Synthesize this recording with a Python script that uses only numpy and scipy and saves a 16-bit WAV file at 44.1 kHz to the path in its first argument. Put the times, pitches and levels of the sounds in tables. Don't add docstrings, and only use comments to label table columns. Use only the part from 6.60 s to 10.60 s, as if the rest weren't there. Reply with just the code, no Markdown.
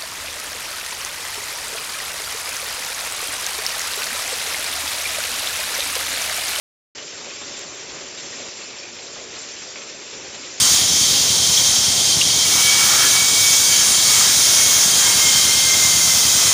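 import sys
import numpy as np
from scipy import signal
from scipy.fft import rfft, irfft
from scipy.io import wavfile

SR = 44100
rng = np.random.default_rng(int(sys.argv[2]) if len(sys.argv) > 2 else 0)


def to_wav(sig):
    pcm = np.clip(np.atleast_2d(sig), -1, 1) * 32767
    pcm = np.round(pcm).astype(np.int16)
    wavfile.write(sys.argv[1], SR, pcm.T)


N = 176400
TIME = np.arange(N) / SR

# frequency in Hz, relative strength in dB.
ROAR_SPECTRUM = [(25, -18), (60, -14.5), (120, -8.5), (200, -7.5), (260, -3), (310, -3), (375, 1.5),
                 (490, -2), (565, 0.5), (680, -7), (850, -8.5), (1500, -8.5), (2500, -8), (7600, -21)]
RUSTLE_SPECTRUM = [(900, -29), (1600, -13), (2050, -6.5), (2400, -3), (3050, -5.5), (4200, -4.5),
                   (4900, -1.5), (5600, 2), (6050, -1), (6300, -2), (7050, 0.5), (7500, 1)]
CLACK_SPECTRUM = [(300, -10.5), (1000, -2), (2400, 5), (4000, 5.5), (5600, -1.5), (7600, -1.5)]
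KNOCK_SPECTRUM = [(50, -13.5), (150, -9), (290, -1), (390, -7.5), (570, 0), (800, -4.5), (1300, -5),
                  (2200, -11.5), (5000, -22)]
# time in seconds, relative level in dB.
ROAR_SWELLS = [(0.4, -46.5), (0.68, -44), (0.79, -49.5), (0.82, -43.5), (1.27, -45.5), (1.35, -39.5),
               (1.51, -46), (1.89, -40.5), (1.9, -51.5), (1.94, -46), (3.21, -46), (3.52, -47.5),
               (3.53, -43), (3.93, -46.5)]
RUSTLE_SWELLS = [(0.4, -37), (0.41, -37), (0.9, -29), (1.14, -37), (1.8, -30), (2.32, -42), (2.59, -32.5),
                 (2.68, -38), (2.78, -32.5), (3.3, -37), (3.36, -41.5), (3.56, -33.5), (3.57, -37),
                 (3.95, -32.5)]
# time in seconds, level in dB before dulling.
TICK_EVENTS = [(.9928, -23), (1.1535, -30), (2.353, -35)]
SHAKEN_HZ = [2355, 2540, 3588, 4275, 4668, 6100]
# level in dB, width of the tone in Hz.
SHAKEN_TONES = [(-62, 110), (-62.5, 100), (-56, 40), (-58.5, 28), (-57.5, 18), (-51, 70)]
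# middle in seconds, length in seconds, pitch in Hz, level in dB.
RUBBED_TONES = [(.56, .16, 7450, -49), (.91, .22, 3600, -45), (1.01, .12, 7480, -46),
                (1.62, .26, 7380, -45), (2.04, .16, 2620, -46), (2.03, .08, 4270, -48),
                (2.26, .14, 2430, -47), (2.82, .14, 7420, -47), (3.75, .08, 7520, -48)]
# start in seconds, relative level in dB.
FRAME_BLOWS = [(0.38, -40.5), (.53, -42), (0.605, -35.5), (.669, -36.5), (.814, -35), (.895, -36.5),
               (1.042, -43), (1.12, -38.5), (1.295, -37), (1.362, -42), (1.633, -37), (1.799, -43),
               (1.865, -52), (2.559, -34), (2.76, -36), (3.018, -38), (3.157, -38), (3.533, -44),
               (3.641, -40)]
# start in seconds, relative level in dB,
# pitch of the ring in Hz, extra level for the ring in dB.
STEEL_BLOWS = [(0.379, -30.5, 2990, -7.5), (0.461, -38, 5100, -3), (.603, -47, 2980, -29),
               (0.688, -39, 2990, -12), (0.703, -33.5, 2500, -4.5), (.8133, -36.5, 3580, -8),
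               (0.967, -35, 7550, 5), (1.1983, -49, 5650, 10), (1.2937, -37, 3390, -5),
               (1.5745, -35, 3850, -6), (1.7277, -39.5, 1860, -0.5), (1.785, -29, 4060, -15.5),
               (2.014, -36.5, 2650, -6.5), (2.1847, -49.5, 5420, 15), (2.233, -33.5, 2430, -10),
               (2.4656, -42.5, 3930, 0.5), (2.5514, -57, 2650, -13), (2.758, -44, 5080, -9),
               (2.808, -50, 7680, 15), (2.888, -36, 2430, -8), (2.964, -34, 3990, -11),
               (3.0896, -45, 5580, 3), (3.158, -37, 2420, 2.5), (3.5342, -36.5, 5640, -5),
               (3.7447, -29.5, 7800, -16), (3.9815, -39, 6630, 0.5)]


def from_db(db):
    return 10 ** (np.asarray(db) / 20)


def rms_one(x):
    return x / np.sqrt(np.mean(x ** 2) + 1e-20)


def level_curve(rows, swing):
    db = np.interp(TIME, *np.transpose(rows))
    return from_db(swing * (db - db.mean()))


def colour(x, spectrum):
    hz, db = np.transpose(spectrum)
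    bin_hz = np.arange(N // 2 + 1) * SR / N + 1e-3
    bass_cut = np.minimum(bin_hz / hz[0], 1) ** 2
    gain = from_db(np.interp(np.log(bin_hz), np.log(hz), db))
    return rms_one(irfft(rfft(x) * bass_cut * gain, N))


def drift(rate_hz):
    step, warm_up = 40, 2000
    pole = np.exp(-2 * np.pi * rate_hz * step / SR)
    noise = rng.standard_normal(N // step + warm_up + 2)
    slow = signal.lfilter([1], [1, -2 * pole, pole ** 2], noise)[warm_up:]
    return np.interp(np.arange(N) / step, np.arange(len(slow)), rms_one(slow))


def ringing_noise(hz, width_hz):
    pole = np.exp(-np.pi * width_hz / SR)
    feedback = [1, -2 * pole * np.cos(2 * np.pi * hz / SR), pole ** 2]
    return rms_one(signal.lfilter([1, 0, -1], feedback, rng.standard_normal(N)))


def decay(starts, db, fade_s):
    power = np.zeros(N)
    samples = np.clip(np.atleast_1d(starts) * SR, 0, N - 1).astype(int)
    np.add.at(power, samples, from_db(db) ** 2)
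    kept_per_sample = from_db(-60 / (fade_s * SR)) ** 2
    return np.sqrt(signal.lfilter([1], [1, -kept_per_sample], power + 1e-18))


def patchy_noise(wobble_db, rate_hz):
    white = rfft(rng.standard_normal(N))
    hz = np.arange(N // 2 + 1) * SR / N
    band = np.floor(2 * np.log2(np.clip(hz, 64, 8000)))
    return sum(irfft(white * (band == k), N) * from_db(wobble_db * drift(rate_hz))
               for k in np.unique(band))


def hall_roar(level_db=-39.5):
    noise = colour(patchy_noise(wobble_db=1.46, rate_hz=14), ROAR_SPECTRUM)
    return from_db(level_db) * level_curve(ROAR_SWELLS, swing=0.61) * noise


def far_clatter(blows_per_s=40, level_db=-43):
    struck = rng.random(N) < blows_per_s / SR
    blow_db = 2 * rng.standard_normal(N)
    loudness = rms_one(decay(TIME[struck], blow_db[struck], fade_s=0.12))
    return from_db(level_db) * loudness * colour(rng.standard_normal(N), CLACK_SPECTRUM)


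def thin_ticks():
    starts, db = np.transpose(TICK_EVENTS)
    clicks = np.zeros(N)
    clicks[(starts * SR).astype(int)] = from_db(db)
    return signal.lfilter([1], [1, -0.4], clicks + 1e-18)


def shaken_steel():
    return sum(from_db(db) * ringing_noise(hz, width_hz)
               for hz, (db, width_hz) in zip(SHAKEN_HZ, SHAKEN_TONES))


def rubbed_steel():
    out = np.zeros(N)
    for middle, length, hz, db in RUBBED_TONES:
        swell = np.cos(np.pi * np.clip((TIME - middle) / length, -0.5, 0.5))
        out += from_db(db) * swell * ringing_noise(hz, width_hz=54)
    return out


def frame_knocks(gain_db=-3):
    starts, db = np.transpose(FRAME_BLOWS)
    return decay(starts, db + gain_db, fade_s=0.27) * colour(rng.standard_normal(N), KNOCK_SPECTRUM)


def jingle(touches_per_s=420, low_hz=901.6, high_hz=7550, spread_db=10, fade_s=0.14):
    out = np.zeros(N + SR)
    t = TIME[:SR // 5]
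    for when, pitch, size, phase in rng.random((int(touches_per_s * N / SR), 4)):
        start = int(when * N)
        hz = low_hz + pitch * (high_hz - low_hz)
        loudness = from_db(spread_db * size ** 2 - 60 * t / fade_s)
        out[start:start + len(t)] += loudness * np.sin(2 * np.pi * (hz * t + phase))
    return rms_one(out[:N])


def wire_rustle(touches_per_s=1500, level_db=-31):
    touches = (rng.random(N) < touches_per_s / SR) * rng.choice([-1, 1], N)
    touch_db = 5.1 * np.minimum(rng.exponential(1, N), 3)
    ticks = rms_one(touches * from_db(touch_db))
    hall_blur = rms_one(patchy_noise(wobble_db=0.7, rate_hz=16))
    rustle = from_db(-8.5) * ticks + hall_blur + from_db(-7.5) * jingle()
    return from_db(level_db) * level_curve(RUSTLE_SWELLS, swing=0.38) * colour(rustle, RUSTLE_SPECTRUM)


def steel_clacks(burst_gain_db=-2.5, ring_gain_db=1.5):
    starts, levels_db, _, _ = np.transpose(STEEL_BLOWS)
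    rattle = colour(rng.standard_normal(N), CLACK_SPECTRUM)
    out = decay(starts, levels_db + burst_gain_db, fade_s=0.22) * rattle
    for start, db, ring_hz, extra_db in STEEL_BLOWS:
        loudness = decay(start, db + extra_db + ring_gain_db, fade_s=0.15)
        out += loudness * ringing_noise(ring_hz, width_hz=180)
    return out


def scene():
    mono = hall_roar() + wire_rustle() + steel_clacks() + frame_knocks()
    mono += far_clatter() + shaken_steel() + rubbed_steel()
    return np.stack([mono, mono])


def record(dry, start_s=0.3488, fade_in_s=0.005, din_top_hz=7590, tick_top_hz=15800):
    opened = dry * np.clip((TIME - start_s) / fade_in_s, 0, 1)
    din_low_pass = signal.ellip(14, 0.1, 70, din_top_hz, fs=SR, output="sos")
    final_low_pass = signal.ellip(10, 0.1, 70, tick_top_hz, fs=SR, output="sos")
    din = signal.sosfilt(din_low_pass, opened)
    return signal.sosfilt(final_low_pass, din + thin_ticks())


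dry = scene()
out = record(dry)
to_wav(out)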